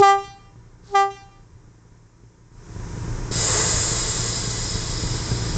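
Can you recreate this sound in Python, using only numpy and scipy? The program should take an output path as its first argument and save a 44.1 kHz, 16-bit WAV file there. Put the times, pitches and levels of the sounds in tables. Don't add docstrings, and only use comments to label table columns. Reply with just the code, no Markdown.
import sys
import numpy as np
from scipy import signal
from scipy.fft import rfft, irfft
from scipy.io import wavfile
from scipy.ndimage import uniform_filter1d, minimum_filter1d

SR = 44100
rng = np.random.default_rng(int(sys.argv[2]) if len(sys.argv) > 2 else 0)


def to_wav(sig):
    pcm = np.clip(np.atleast_2d(sig), -1, 1) * 32767
    pcm = np.round(pcm).astype(np.int16)
    wavfile.write(sys.argv[1], SR, pcm.T)


N = 245637
TIME = np.arange(N) / SR
FREQS = np.fft.rfftfreq(N, 1 / SR)
VALVE_OPENS_S = 3.311


def gain_of(db):
    return 10 ** (np.asarray(db) / 20)


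def unit_rms(x):
    return x / np.sqrt(np.mean(x ** 2) + 1e-20)


def curve_at(points, hz=FREQS):
    point_hz, value = np.transpose(points)
    return np.interp(np.log(hz + 1), np.log(point_hz + 1), value)


def noise(spectrum_db):
    return unit_rms(irfft(rfft(rng.standard_normal(N)) * gain_of(spectrum_db), N))


def wander(rate_hz):
    knots = rng.standard_normal(size=4096)
    return unit_rms(np.interp(2 * rate_hz * TIME, np.arange(len(knots)), knots))


def step(t, width_s):
    return (1 + np.tanh(t / width_s / 2)) / 2


def bump(at_s, width_s):
    return np.exp(-((TIME - at_s) / width_s) ** 2)


def comb_ripple():
    delays_s = rng.uniform(.003, .018, size=24)
    return unit_rms(sum(np.cos(2 * np.pi * FREQS * delay) for delay in delays_s))


def horn_toot(strike_s, held_s, pitch_hz, level_db, sharp_hz=6.5, settle_s=.014, close_s=.0066,
              ring_s=.17, lead_s=.13, air_rise_s=.078):
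    # harmonic number, level in dB.
    harmonics = [(1, -10.5), (2, -0.5), (3, -4.5), (4, -15.5), (5, -14), (6, -23), (7, -24.5), (8, -21),
                 (9, -28), (10, -27.5), (11, -29.5), (12, -26.5), (13, -32), (14, -28.5), (15, -26.5),
                 (16, -34), (17, -31.5), (18, -29.5), (19, -31), (20, -39.5)]
    # frequency in Hz, level in dB.
    air_spectrum = [(200, -19), (1000, 4.5), (2600, -7.5), (4300, 3), (5100, 2), (7500, -1.5), (8000, -19)]
    grow, sag, dulling, air_fall = 538.5, 16, 81, 259
    t = TIME - strike_s
    slap = step(t, .0029)
    shut_s = close_s * np.logaddexp(0, (t - held_s) / close_s)
    build_db = -10 * np.log10(1 + gain_of(-2 * grow * np.clip(t, -.5, .5)))
    overshoot_db = 3 * bump(strike_s, .022)
    ring_down_db = 30 * (shut_s / ring_s) ** 2
    swing_db = level_db + build_db + overshoot_db - sag * np.clip(t, 0, held_s) - ring_down_db
    tilt_db = -19 * (1 - slap)
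    hz = pitch_hz + sharp_hz * step(settle_s - t, .0029)
    phase = 2 * np.pi * np.cumsum(hz * (1 + .0007 * wander(160))) / SR
    sounding = (t > -lead_s) & (shut_s < .5)
    tone = np.zeros(N)
    for k, db in harmonics:
        octaves = np.log2(k)
        waver_db = .5 * wander(16)
        partial_db = db + swing_db + octaves * (tilt_db + waver_db - dulling * shut_s)
        shift = .46 * octaves * rng.standard_normal()
        tone[sounding] += gain_of(partial_db[sounding]) * np.sin(k * phase[sounding] + shift)
    tone /= np.linalg.norm([gain_of(db) for k, db in harmonics])
    leak_onset = np.clip((t + lead_s) / air_rise_s, 0, 1)
    leak = leak_onset * gain_of(-32 + 2 * slap - air_fall * shut_s)
    return tone + leak * noise(curve_at(air_spectrum)) * (1 + np.cos(phase))


def station_echoes(horn, tail_db=-25, taps_per_s=2000, smear_t60_s=.065, specular_db=-5):
    # delay in seconds, level in dB.
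    echoes = [(.08, -30.5), (.153, -20.5), (.212, -25), (.28, -35.5), (.36, -37)]
    # frequency in Hz, gain in dB.
    colour = [(400, -11.5), (800, -9), (1200, -6), (1600, -5.5), (2000, 2.5), (2400, 4), (2780, 6),
              (3200, -1), (4000, 2), (6000, 4), (8000, -0.5)]
    # frequency in Hz, reverberation time (60 dB of decay) in seconds.
    reverb_times = [(400, 0.95), (1000, 0.32), (2500, 0.89), (5000, 1), (8000, .55)]
    t = TIME[:SR]
    taps = rng.choice([-1., 1.], SR) * (rng.random(SR) < taps_per_s / SR) * (t > .02)
    hz, frame_s, spectra = signal.stft(taps, SR, nperseg=256)
    decay = gain_of(-60 * frame_s / curve_at(reverb_times, hz)[:, None])
    tail = signal.istft(spectra * decay, SR, nperseg=256)[1][:SR]
    response = gain_of(tail_db) * tail / np.linalg.norm(tail)
    for delay, db in echoes:
        scatter = rng.standard_normal(SR) * gain_of(-60 * abs(t - delay) / smear_t60_s)
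        response += gain_of(db) * scatter / np.linalg.norm(scatter)
        response[round(delay * SR)] += gain_of(db + specular_db)
    reflected = signal.fftconvolve(horn, response)[:N]
    return irfft(rfft(reflected) * gain_of(curve_at(colour)), N)


def diesel_idle(firing_hz=28.61, exhaust_db=-31, clatter_db=-37, rumble_db=-32):
    # a cylinder's strength in dB, in firing order.
    cylinders_db = [5.5, -1.5, -3, -0.5, -2.3, 0, -9, 1.2]
    # frequency in Hz, bandwidth in Hz, gain in dB.
    pipe_modes = [(54.5, 14, -6.5), (118.3, 7.9, 2), (151, 8.2, -8.5), (376, 25, -17)]
    # frequency in Hz, level in dB.
    casing_spectrum = [(100, -25.5), (170, 1.5), (214, -14.5), (304, -3), (415, -7.5), (475, -8.5),
                       (582, -17.5), (909, -14.5), (985, -12.5), (1170, -16.5), (1580, -17.5), (2250, -23),
                       (2790, -30), (4300, -31.5), (5590, -63.5), (9460, -120)]
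    rumble_spectrum = [(8, -12), (19, -10.5), (30, 10), (48, -3.5), (66, -7), (85, 2), (150, -5),
                       (210, -19), (300, -44)]
    # time in seconds, gain in dB.
    engine_level = [(0, 3.5), (1.4, 2), (2.3, 0.8), (3.1, 1), (3.9, 0.5), (4.7, -1.5), (5.1, 2), (5.57, 4)]
    cycles = np.cumsum(firing_hz * (1 + .004 * wander(1.75))) / SR
    cylinder_db = np.take(cylinders_db, cycles.astype(int) % len(cylinders_db))
    strength = gain_of(cylinder_db + 2 * wander(19))
    firings = np.diff(np.floor(cycles), prepend=0) * strength
    pipe = sum(gain_of(db) * 1j * FREQS * width / (hz ** 2 - FREQS ** 2 + 1j * FREQS * width)
               for hz, width, db in pipe_modes)
    muffler = 1 / (1 + (FREQS / 500) ** 4)
    exhaust = unit_rms(irfft(rfft(firings) * pipe * muffler, N))
    panel_db = 6 / (1 + ((FREQS - 988) / 15) ** 2)
    casing = noise(curve_at(casing_spectrum) + panel_db + 2 * comb_ripple())
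    knocks = .29 * strength * np.exp(-(cycles % 1) / .16)
    clatter = unit_rms(casing * (1 + knocks))
    rumble = noise(curve_at(rumble_spectrum)) * gain_of(2.3 * wander(17))
    idle = gain_of(exhaust_db) * exhaust + gain_of(clatter_db) * clatter + gain_of(rumble_db) * rumble
    return gain_of(np.interp(TIME, *np.transpose(engine_level))) * idle


def steam_leak(level_db=-44.5):
    # frequency in Hz, level in dB.
    hiss_spectrum = [(2000, -25), (4300, -13), (5100, -2.5), (5800, -1.5), (7400, -2), (8000, -13)]
    return gain_of(level_db) * noise(curve_at(hiss_spectrum) + 2 * comb_ripple())


def brake_flow_db(cracked_db=-14.5, opening_s=.06, hold_s=.23, drain_s=1.98, drained_db=-28):
    t = np.maximum(TIME - VALVE_OPENS_S, 0)
    drained = 1 - np.exp(-np.maximum(t - hold_s, 0) / drain_s)
    return cracked_db * np.exp(-t / opening_s) + drained_db * drained


def brake_vent(roar_db=-29, pipe_db=-27.5, sizzle_db=-21, note_hz=5050, note_half_width_hz=250):
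    # frequency in Hz, level in dB.
    roar_spectrum = [(190, -25), (330, -6.5), (483, -0.5), (689, -5), (748, -13), (881, -3), (1110, -5),
                     (1430, -6), (1960, -7), (2270, -16), (2900, -14), (3770, -40.5), (6380, -120)]
    pipe_spectrum = [(1500, -26.5), (2100, -7.5), (2700, -14.5), (3400, -5), (4300, -3), (4900, -1.5),
                     (5400, -0.5), (6200, -8.5), (7500, -27.5)]
    sizzle_spectrum = [(4500, -34), (5600, -13), (6400, -1.5), (6900, 3), (7650, 3.5), (7950, -13.5)]
    # frequency in Hz, bandwidth in Hz, peak height in dB.
    pipe_modes = [(430, 70, 3), (1950, 90, 3), (3900, 70, 4), (4754, 40, 3), (4841, 40, 4), (4954, 55, 8.5),
                  (5150, 55, 10), (5829, 40, 4), (6156, 40, 3), (6480, 45, 5), (6740, 60, 5), (7027, 55, 4),
                  (7223, 35, 3), (7528, 70, 5)]
    # delay in seconds, signed amplitude.
    reflections = [(.002182, -.16), (.002432, .08), (.003172, -.1), (.003334, -.08), (.003784, -.1),
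                   (.004658, .09), (.005966, .07), (.007474, -.07), (.007774, -.09), (.008522, -.07),
                   (.00929, .08), (.01336, -.08)]
    # centre and half length in seconds, gain in dB.
    flares = [(3.37, 0.03, 4), (4.16, .06, -1.5), (4.336, .035, 6.5), (4.722, 0.069, 4.5)]
    flow_db = brake_flow_db()
    modes_db = sum(db / (1 + (2 * (FREQS - hz) / width) ** 2) for hz, width, db in pipe_modes)
    paths = 1 + sum(share * np.exp(-2j * np.pi * FREQS * delay) for delay, share in reflections)
    colour_db = modes_db + 20 * np.log10(abs(paths)) + 1.7 * comb_ripple()
    surge_db = 3.5 * bump(3.58, .08)
    layers = [(roar_db + .85 * flow_db + surge_db, roar_spectrum),
              (pipe_db + .45 * flow_db, pipe_spectrum),
              (sizzle_db + flow_db, sizzle_spectrum)]
    jet = sum(gain_of(db) * noise(curve_at(spectrum) + colour_db) for db, spectrum in layers)
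    note = irfft(rfft(jet) / (1 + ((FREQS - note_hz) / note_half_width_hz) ** 4), N)
    flare_db = sum(db * bump(at, width) for at, width, db in flares)
    jet += note * (gain_of(flare_db) - 1)
    flutter = gain_of(-.13 * wander(40))
    onset = np.clip((TIME - VALVE_OPENS_S) / .0033, 0, 1)
    return jet * flutter * onset


def valve_thump(level_db=-15, thump_hz=125, rise_s=.0018, knock_hz=400, knock_db=-7):
    t = np.maximum(TIME - VALVE_OPENS_S, 0)
    push = np.sin(2 * np.pi * thump_hz * t) + gain_of(knock_db) * np.sin(2 * np.pi * knock_hz * t)
    envelope = t / rise_s * np.exp(1 - t / rise_s)
    return -gain_of(level_db) * push * envelope


def gain_control(x, limit_db=-10, hold_s=1.485, recovery_s=.23, near_db=6):
    power_db = 10 * np.log10(abs(uniform_filter1d(x ** 2, size=222)) + 1e-12)
    over_db = np.maximum(power_db - limit_db, 0)
    deepest_db = np.maximum.accumulate(over_db)
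    over_db = np.where(over_db > deepest_db - near_db, deepest_db, over_db)
    span = round(hold_s * SR)
    held_db = -minimum_filter1d(-over_db, span, mode="constant", origin=(span - 1) // 2)
    release = np.exp(-TIME / recovery_s)
    duck_db = np.maximum.accumulate(held_db / release) * release
    return x / gain_of(uniform_filter1d(duck_db, size=64))


def low_pass(x, edge_hz):
    return signal.oaconvolve(x, signal.firwin(511, edge_hz, window=("kaiser", 9), fs=SR), "same")


def scene():
    # the diaphragm's first strike in seconds, valve hold in seconds, pitch in Hz, level in dB.
    toots = [(0.021, 0.089, 395.7, 14.5), (0.945, 0.062, 395.2, 12)]
    horn = sum(horn_toot(*row) for row in toots)
    return (horn + station_echoes(horn) + diesel_idle() + steam_leak() + brake_vent() + valve_thump())[None]


def record(dry, sampling_hz=16000, edge_hz=9044):
    # frequency in Hz, gain in dB.
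    image_rolloff = [(8000, 4.5), (8200, -5), (8500, -15), (8750, -25.5), (9100, -38.5)]
    band = low_pass(gain_control(dry[0]), sampling_hz / 2)
    image = 2 * band * np.cos(2 * np.pi * sampling_hz * TIME)
    image = irfft(rfft(image) * gain_of(curve_at(image_rolloff)), N)
    return low_pass(band + image, edge_hz)[None]


dry = scene()
out = record(dry)
to_wav(out)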